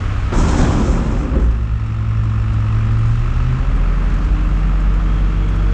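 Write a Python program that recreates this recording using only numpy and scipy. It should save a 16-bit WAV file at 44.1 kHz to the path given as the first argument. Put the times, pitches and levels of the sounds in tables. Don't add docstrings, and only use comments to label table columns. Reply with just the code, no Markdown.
import sys
import numpy as np
from scipy import signal
from scipy.fft import rfft, irfft
from scipy.io import wavfile
from scipy.ndimage import uniform_filter1d

SR = 44100
rng = np.random.default_rng(int(sys.argv[2]) if len(sys.argv) > 2 else 0)


def bounce(signal):
    frames = np.transpose(np.atleast_2d(signal))
    limited = np.clip(frames, -1, 1)
    pcm = np.round(limited * 32767).astype(np.int16)
    wavfile.write(sys.argv[1], SR, pcm)


def decibels_to_gain(level_db):
    exponent = np.asarray(level_db, float) / 20
    return 10 ** exponent


N = 252693
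T = np.arange(N) / SR


def curve(table):
    s, *columns = np.transpose(table)
    return [np.interp(T, s, c) for c in columns]


def unit(x):
    return x / np.sqrt(np.mean(x ** 2))


def noise():
    return rng.standard_normal(N)


def colour(x, points):
    hz, db = np.transpose(points)
    f = np.maximum(np.fft.rfftfreq(N, 1 / SR), 1)
    gain = decibels_to_gain(np.interp(np.log(f), np.log(hz), db))
    return unit(irfft(rfft(x) * gain, N))


def butter(x, order, hz, kind="low"):
    return signal.sosfilt(signal.butter(order, hz, kind, fs=SR, output="sos"), x)


def ring(x, hz, width):
    return signal.lfilter(*signal.iirpeak(hz, hz / width, SR), x)


def smooth(x, size):
    return uniform_filter1d(uniform_filter1d(x, size), size)


def walk(rate):
    k = int(SR / rate)
    held = np.repeat(rng.standard_normal(N // k + 1), k)
    return 1.42 * smooth(held, k)[:N]


def grains(rate, spread_db):
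    chance = rng.random((2, N))
    size = decibels_to_gain(-spread_db * np.log(1 - chance[1]))
    return (chance[0] < rate / SR) * size * noise()


def tone(turns, db):
    return np.sqrt(2) * decibels_to_gain(db) * np.sin(2 * np.pi * turns)


def swell(s, db, rise_s, fall_db_per_s):
    t = np.arange(0, N + 64, 64) / SR - s
    gain = decibels_to_gain(db - fall_db_per_s * np.clip(t, 0, 2)) * np.clip(1 + t / rise_s, 0, 1)
    return np.interp(np.arange(N) / 64, np.arange(len(t)), gain)


def pile(table, rise_s, fall_db_per_s):
    return np.sqrt(sum(swell(s, db, rise_s, fall_db_per_s) ** 2 for s, db in table))


def strikes(table, ratios, t60_s, tail, dull=1):
    out, t = np.zeros(N + SR), np.arange(SR // 2) / SR
    for s, db, hz, *own_t60_s in table:
        fall = np.log(1000) / (own_t60_s[0] if own_t60_s else t60_s)
        body = 0
        for r in ratios:
            mode = np.sin(2 * np.pi * min(hz * r, .45 * SR) * t)
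            body = body + mode * np.exp(-t * fall * r ** .5) / r ** dull
        rough = unit(ring(rng.standard_normal(len(t)), min(hz * ratios[1], .4 * SR), hz))
        hiss = tail * rough * np.exp(-t * fall)
        attack = np.minimum(t / 0.0011, 1)
        start = int(s * SR)
        out[start:start + len(t)] += .5 * decibels_to_gain(db) * (body + hiss) * attack
    return out[:N]


def behind_wall(x):
    return butter(x, 6, 8500)


# time in seconds, tooth rate in Hz, oil pressure pulse in dB.
PUMP_WORK = [(0, 110.4, -54), (1.4, 108.6, -59.5), (1.47, 109.6, -26.5), (1.8, 108.8, -21),
             (2.2, 108.4, -17), (2.65, 107.4, -17), (2.85, 109.2, -15.5), (3.1, 113.2, -14),
             (3.33, 119.7, -24), (3.53, 126.5, -17), (3.66, 132.4, -28.5), (3.94, 142, -29.5),
             (4.15, 145.6, -29), (4.4, 151.3, -31), (4.6, 153.4, -26.5), (4.85, 156.7, -26.5),
             (5.2, 157.9, -27), (5.73, 159.4, -26)]


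def revs():
    return np.clip((curve(PUMP_WORK)[0] - 109) / 50, 0, 1)


# share of the rev-up (0-1), firing tone in dB,
# its second harmonic in dB, fan and oil roar in dB.
SPEED_LEVELS = [(0, -22, -22.5, -40), (.1, -18, -29.5, -40.5), (.25, -16.5, -18, -39.5),
                (.35, -20.5, -23.5, -39), (.45, -15, -27.5, -38), (.6, -13.5, -25, -37.5),
                (.78, -15, -28, -37), (.88, -13, -29, -38.5), (.96, -13.5, -30, -38), (1, -15, -23, -38)]


def by_speed(column):
    rows = np.transpose(SPEED_LEVELS)
    return np.interp(revs(), rows[0], rows[column])


def duck_db():
    return np.interp(T, (0.27, 1.58, 1.74, 2.915), (0, -4.5, -4.5, 0))


def hiss_db():
    return -51.5 + 1.3 * duck_db() + 4 * np.clip((.9 - T) / 0.36, 0, 1)


# time in seconds, strength in dB.
CONTAINER_JOLTS = [(.324, -17), (.385, -18.5), (.45, -19), (.53, -18.5), (.59, -16), (.63, -21.5),
                   (.68, -24.5), (.72, -19.5), (.79, -23.5), (.88, -24), (.97, -22.5), (1.06, -24),
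                   (1.12, -22.5), (1.25, -27.5), (1.335, -21)]


def shaking():
    jolts = pile(CONTAINER_JOLTS, rise_s=0.0038, fall_db_per_s=30.5)
    settled_s = 1.406
    return smooth(jolts, 150) * decibels_to_gain(-60 * np.clip(T - settled_s, 0, 1))


# pitch in Hz, level in dB per Hz.
THIN_HISS_COLOUR = [(7000, -43), (8800, -2), (9600, -5.5), (10900, -2.5), (11400, -9.5), (13300, -8),
                    (14200, -18.5), (16000, -47)]


def thin_hiss():
    flutter_db = 1.3 * walk(12) + 1.2 * walk(60)
    return decibels_to_gain(hiss_db() - 21.0 + flutter_db) * colour(noise(), THIN_HISS_COLOUR)


# pitch in Hz, level in dB per Hz.
ROAR_SPECTRUM = [(12, -24), (20, -2.5), (43, -4), (64, -8), (128, -13), (161, -15), (230, -15.5),
                 (393, -26), (843, -30), (1300, -27), (1590, -31.5), (2720, -38.5), (4640, -51),
                 (7150, -55), (8770, -64), (11400, -92.5), (19300, -120)]


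def roar():
    shaken = decibels_to_gain(-13.5 - 4 * T) * shaking()
    load_db = 10 * np.log10(decibels_to_gain(by_speed(column=3) + duck_db()) ** 2 + shaken ** 2)
    wide = colour(noise(), ROAR_SPECTRUM)
    out, treble_db = 0, hiss_db()
    for hz in 25 * 2 ** np.arange(0, 9.4, .5):
        top = np.clip(np.log2(hz / 1200) / 2, 0, 1)
        open_db = 2 * (hz > 380) * (T < .33)
        bass_part_db = (1 - top) * (load_db + 11.5 + open_db)
        top_part_db = top * (treble_db + 26)
        out = out + decibels_to_gain(0.7 * walk(9) + bass_part_db + top_part_db) * ring(wide, hz, hz / 3)
    return out


# time in seconds, pitch in Hz, level in dB.
VALVE_WHINE = [
    (0, 3200, -69.5),
    (4.8, 3260, -68.5),
    (5.1, 3250, -53),
    (5.4, 3280, -54),
    (5.73, 3370, -50),
]


def oil_valve():
    hz, db = curve(VALVE_WHINE)
    breathy = unit(smooth(noise(), 180))
    return breathy * tone(np.cumsum(hz) / SR, db)


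# time in seconds, firings so far.
DIESEL_FIRINGS = [(0.0, -0.04), (0.3, 14.59), (0.6, 28.57), (0.9, 43.15), (1.5, 71.61), (1.9, 90.77),
                  (2.4, 114.9), (3.15, 151.68), (3.45, 166.19), (3.9, 188.0), (4.35, 209.99), (5.0, 241.88),
                  (5.73, 278.17)]
# time in seconds, level in dB.
DIESEL_LOAD = [
    (0, 0),
    (1.3, 0.5),
    (2.3, 1.5),
    (2.9, 0),
    (3.4, 0),
    (4.0, -2.5),
    (4.7, -1.5),
    (5.2, -2.5),
    (5.73, -2),
]
# pitch in Hz, width in Hz, level in dB.
BLOCK_MODES = [(1089, 81, 1), (1270, 325, -2), (1755, 180, -3.5), (2637, 450, -6.5), (3400, 1200, -17),
               (5080, 1100, -19.5), (6650, 1400, -26.5)]


def diesel():
    knock_db = -37.7 + duck_db() + curve(DIESEL_LOAD)[0]
    hum_db = np.maximum(-20 - 25.5 * T, -42.5) + 2.0 * walk(7.4)
    turns = curve(DIESEL_FIRINGS)[0] + 1.26
    turns = turns + .04 * np.cos(2 * np.pi * (turns - 2.2) / 3)
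    count, since = turns.astype(int), turns % 1
    firings = count[-1] + 1
    size_db = 0.69 * rng.standard_normal(firings) + np.resize([.6, -.4, -1.5], firings)
    size = decibels_to_gain(size_db)[count]
    burst = size * (1 - np.exp(-since / 0.1)) * np.exp(-since / 0.31)
    burst = burst + 0.14 * np.exp(-((since - .4) / 0.035) ** 2) + 0.19
    force = burst * noise()
    block = sum(decibels_to_gain(db) * ring(ring(force, f, 1.3 * w), f, 1.3 * w) for f, w, db in BLOCK_MODES)
    rap = size * np.roll(np.diff(count, prepend=count[0]), SR // 500)
    rap = rap + .45 * np.roll(rap, int(SR * 3 / 1280))
    rap = ring(ring(ring(rap, 1290, 340), 1217, 380), 1296, 520)+ 0.13 * ring(ring(rap, 2650, 540), 2650, 540)
    knock = decibels_to_gain(knock_db) * unit(0.86 * unit(block) + 0.88 * unit(rap))
    return behind_wall(knock + tone(2 * turns, hum_db) + tone(turns, -45))


# multiple of the
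# tooth rate, dB at idle, dB while revving up, dB revved.
FAINT_TONES = [(0.451, -36, -40.5, -62.5), (.9, -36, -36.5, -51.5), (1.2, -51, -32.5, -41.5),
               (1.4, -46, -35.5, -46.5), (1.5, -38.5, -47, -42.5), (3.96, -59, -49.5, -51.5)]
# time in seconds, level in dB.
PUMP_SECOND = [(1.4, -38.5), (2.0, -38), (2.3, -33), (3.0, -35), (3.25, -41.5), (3.65, -33.5),
               (3.95, -42.5), (4.15, -41), (4.3, -33.5), (4.48, -34.5), (4.6, -43), (4.75, -44), (5.1, -38),
               (5.73, -38.5)]
# time in seconds, pitch in Hz, level in dB.
FAN_TONE = [
    (3.2, 345, -47),
    (3.55, 385, -45.5),
    (3.7, 399, -45),
    (4.0, 408, -41),
    (4.3, 428, -48),
    (4.8, 438, -49),
    (5.2, 446, -42),
    (5.73, 455, -43.5),
]


def engine():
    hz, pump_db = curve(PUMP_WORK)
    turns = np.cumsum(hz) / SR
    firings = turns * 3 / 10
    exhaust = tone(firings, by_speed(column=1) + 2.1 * duck_db() + 0.54 * walk(19))
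    exhaust = exhaust + tone(2 * firings + 0.17, by_speed(column=2) + 0.81 * duck_db() + 0.7 * walk(6.6))
    revved = revs()
    faint = 0
    for k, *dbs in FAINT_TONES:
        faint = faint + tone(k * turns, np.interp(revved, (0, .7, 1), dbs) + 0.78 * walk(8.4))
    fan_hz, fan_db = curve([(3.0, FAN_TONE[0][1], -70), *FAN_TONE])
    fan_turns = np.cumsum(fan_hz * (1 + .006 * walk(12))) / SR
    fan = tone(fan_turns, fan_db - 2.0 + 3.5 * walk(15))
    engaged = np.clip((pump_db + 72.5) / 35, 0, 1)
    pump = tone(turns, pump_db + 0.5 * walk(11))
    second = engaged * tone(2 * turns, curve(PUMP_SECOND)[0] + 1.2 * walk(8.3))
    third = tone(3 * turns, pump_db - 27.5 - 9 * np.clip(5 * revved, 0, 1) + 0.74 * walk(3.8))
    return exhaust + pump + second + third + faint + fan


# time in seconds, peak in dB, pitch in Hz.
LOOSE_TICKS = [(.612, -24, 3620), (1.398, -38, 5000), (1.418, -39, 6100), (1.44, -38, 6100),
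               (1.462, -40, 5470), (1.5102, -38, 4740), (1.5515, -45, 5200), (1.862, -41, 5470),
               (2.087, -39.5, 5550), (2.237, -38.5, 4300), (2.5332, -37, 4860), (2.753, -40, 5710),
               (2.917, -39, 5200), (2.985, -35, 6564), (2.85, -39, 6500), (3.015, -39, 7000),
               (3.0568, -37, 5190), (3.08, -38, 7000), (3.11, -39, 6740), (3.155, -38, 7000),
               (3.19, -38, 5486), (3.26, -41, 7000), (3.59, -42, 7597), (3.76, -36, 6002),
               (4.0993, -38, 4560), (4.14, -37, 5997), (4.245, -32, 4300), (4.33, -40, 6600),
               (4.494, -42, 5180), (4.8022, -37, 5224), (4.939, -37, 5355), (5.487, -36, 6200),
               (5.5535, -37, 6523), (5.6293, -45, 5160)]


def loose_parts():
    ticks = strikes(LOOSE_TICKS, (1, 1.3, 1.9), t60_s=0.07, tail=1.7)
    return behind_wall(0.32 * ticks) + 0.03 * butter(ticks, 2, (9500, 15000), "band")


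# peak time in seconds, boom in dB, pitch in Hz.
PANEL_SHAKES = [(.24, -18.5, 55.7), (0.389, -11.5, 38.2), (.53, -14.5, 36), (.66, -21, 60.15),
                (.77, -18, 38.2), (.86, -23.5, 38), (.87, -16.5, 55), (.94, -19, 56), (1.12, -22, 40),
                (1.2, -19, 40), (1.36, -19, 40), (1.07, -22, 56), (1.21, -21, 56), (1.32, -20, 56),
                (1.42, -12, 54.7), (1.49, -17.5, 54.7), (1.63, -16.5, 54.3), (1.715, -16.5, 54.4),
                (1.77, -26, 54), (2.14, -20, 53.8), (2.43, -18.5, 54.3), (3.1, -32, 55), (3.37, -22.5, 55),
                (3.58, -21.5, 56), (3.72, -26.5, 56), (4.29, -14, 55.32), (4.5, -17, 55.7)]


def panel():
    turns = np.cumsum(1 + 0.012 * walk(5.47)) / SR
    booms = 0
    for s, db, hz in PANEL_SHAKES:
        booms = booms + swell(s, db, rise_s=0.062, fall_db_per_s=105) * tone(hz * turns, 0)
    return booms + tone(54.7 * turns, -37.5 + 4 * walk(4.3))


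# time in seconds, level in dB.
AIR_PUFFS = [(.35, -40.5), (.395, -36), (.495, -35), (.58, -36), (.66, -44), (.725, -41), (.805, -42),
             (.87, -43), (.92, -46), (.99, -50.5), (1.05, -49), (1.12, -50.5), (1.2, -51.5), (1.36, -58),
             (1.43, -58), (3.1, -57.5)]
# time in seconds, level in dB.
AIR_LEAK = [
    (.31, -74),
    (.36, -40.5),
    (.64, -42),
    (.7, -46),
    (.92, -49),
    (1.0, -59),
    (1.22, -60),
    (1.28, -66.5),
    (1.6, -80),
]
# pitch in Hz, level in dB per Hz.
AIR_COLOUR = [(3000, -22), (4200, -0.5), (4680, -13.5), (5180, 2), (7340, 2.5), (8140, -4), (8770, -10.5),
              (10000, -23), (11000, -23), (11800, -33), (14000, -42.5), (15200, -48), (19000, -100)]
# pitch in Hz, level in dB.
VALVE_WHISTLES = [(5373, -9), (5911, -8), (6364, -7), (6805, -9), (7078, -3), (7355, -11), (7612, -7),
                  (7853, -2)]


def air():
    puffs = 1.15 * pile(AIR_PUFFS, rise_s=0.035, fall_db_per_s=97)
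    flow = np.hypot(puffs, decibels_to_gain(curve(AIR_LEAK)[0]))
    jet = noise()
    whistle = unit(sum(decibels_to_gain(db) * ring(jet, hz, 14) for hz, db in VALVE_WHISTLES))
    return flow * decibels_to_gain(0.6 * walk(39.2)) * (colour(jet, AIR_COLOUR) + .2 * whistle)


# time in seconds, peak in dB, main mode in Hz.
LID_CLANKS = [(0.325, -30, 651), (0.336, -19, 990), (0.368, -15.5, 719), (0.397, -17.5, 870),
              (0.418, -17, 1220), (0.436, -16, 1360), (0.448, -18, 1030), (0.487, -17, 1310),
              (0.509, -19, 821), (0.527, -22, 805), (0.553, -17, 697), (0.585, -13, 1100),
              (0.604, -15, 1120), (0.628, -14, 853), (0.648, -16, 830), (0.672, -17, 980),
              (0.694, -18, 708), (0.706, -17, 1090), (0.72, -19, 1180), (0.754, -18, 770),
              (0.793, -21, 650), (0.815, -21, 690), (0.841, -23, 1020), (0.872, -22, 1300),
              (0.915, -22, 975), (0.954, -18, 1040), (0.976, -25, 1290), (1.001, -26, 880),
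              (1.012, -22, 1120)]


def clanks():
    return butter(strikes(LID_CLANKS, (1, 1.37, 1.9), t60_s=0.042, tail=0.69), 2, 3000)


# time in seconds, peak in dB, main mode in Hz, time to fall 60 dB in seconds.
STEEL_BLOWS = [(0.326, -9, 165, 0.076), (0.415, -10, 243, .12), (0.591, -3, 252.6, 0.2),
               (0.618, -5, 181, 0.1), (.7, -15, 204, .15), (.937, -7, 242, 0.17), (1.073, -19, 200, 0.11),
               (1.138, -11, 145, .12), (.64, -11, 105, .3), (.7, -10, 100, .25), (1.3, -12, 103.7, .4),
               (1.355, -5, 222.6, 0.3), (1.4, -14, 215, 0.2), (1.43, -16, 159.9, 1.6),
               (1.48, -18, 208, .12), (3.57, -20.5, 188, .4), (3.645, -18, 259, 0.27),
               (3.76, -15, 290.1, 0.17), (4.2, -27, 285, 0.22), (5.62, -13, 227, 0.26)]


def blows():
    return butter(strikes(STEEL_BLOWS, (1, 1.52, 2.3, 3.7, 5.6), t60_s=.2, tail=0.3, dull=1.83), 3, 2500)


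# pitch in Hz, level in dB per Hz.
SHEET_COLOUR = [(18, -31.5), (30, -0.5), (52, -13), (86, -10), (190, -4), (250, -2), (400, -5.5), (488, -7),
                (539, -5.5), (900, -28), (1170, -46), (1980, -120)]
# pitch in Hz, level in dB per Hz.
RATTLE_COLOUR = [(350, -19), (600, 2), (1040, 0.5), (1250, -10), (1360, -1.5), (2170, -35.5), (2370, -16.5),
                 (2760, -24), (3150, -13), (4460, -22.5), (5000, -19), (6500, -45), (11000, -120)]


def crash():
    knocks = unit(grains(4000, spread_db=1.2))
    spacing = (np.arange(48) + 0.72 * rng.random(48)) / 48
    modes = 0
    for k, hz in enumerate(70 * 14 ** spacing):
        modes = modes + unit(ring(knocks, hz, hz / 8)) / hz ** .5 * (-1) ** k
    direct = colour(knocks, [(70, -3.5), (1000, -13.5)])
    sheet = colour(unit(modes) + 0.34 * direct, SHEET_COLOUR)
    rattle = colour(grains(9000, spread_db=0.5), RATTLE_COLOUR)
    rattle_db = -11 - 14 * np.clip(T - .62, 0, 1)
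    return shaking() * (sheet + decibels_to_gain(rattle_db) * rattle)


def scene():
    background = thin_hiss() + roar() + oil_valve() + diesel() + engine()
    container = loose_parts() + panel() + air() + 0.59 * clanks() + .5 * blows() + crash()
    return (background + container)[None]


def band_limit(x):
    return signal.sosfilt(signal.butter(12, 15250, fs=SR, output="sos"), x)


def record(dry):
    faded_in = dry * np.clip(np.arange(N) / 200, 0, 1)
    light = butter(faded_in, 3, 29, "high")
    rounded = np.tanh(1.131 * light) / 1.117
    dull = butter(rounded, 2, 10500)
    return band_limit(dull)


dry = scene()
out = record(dry)
bounce(out)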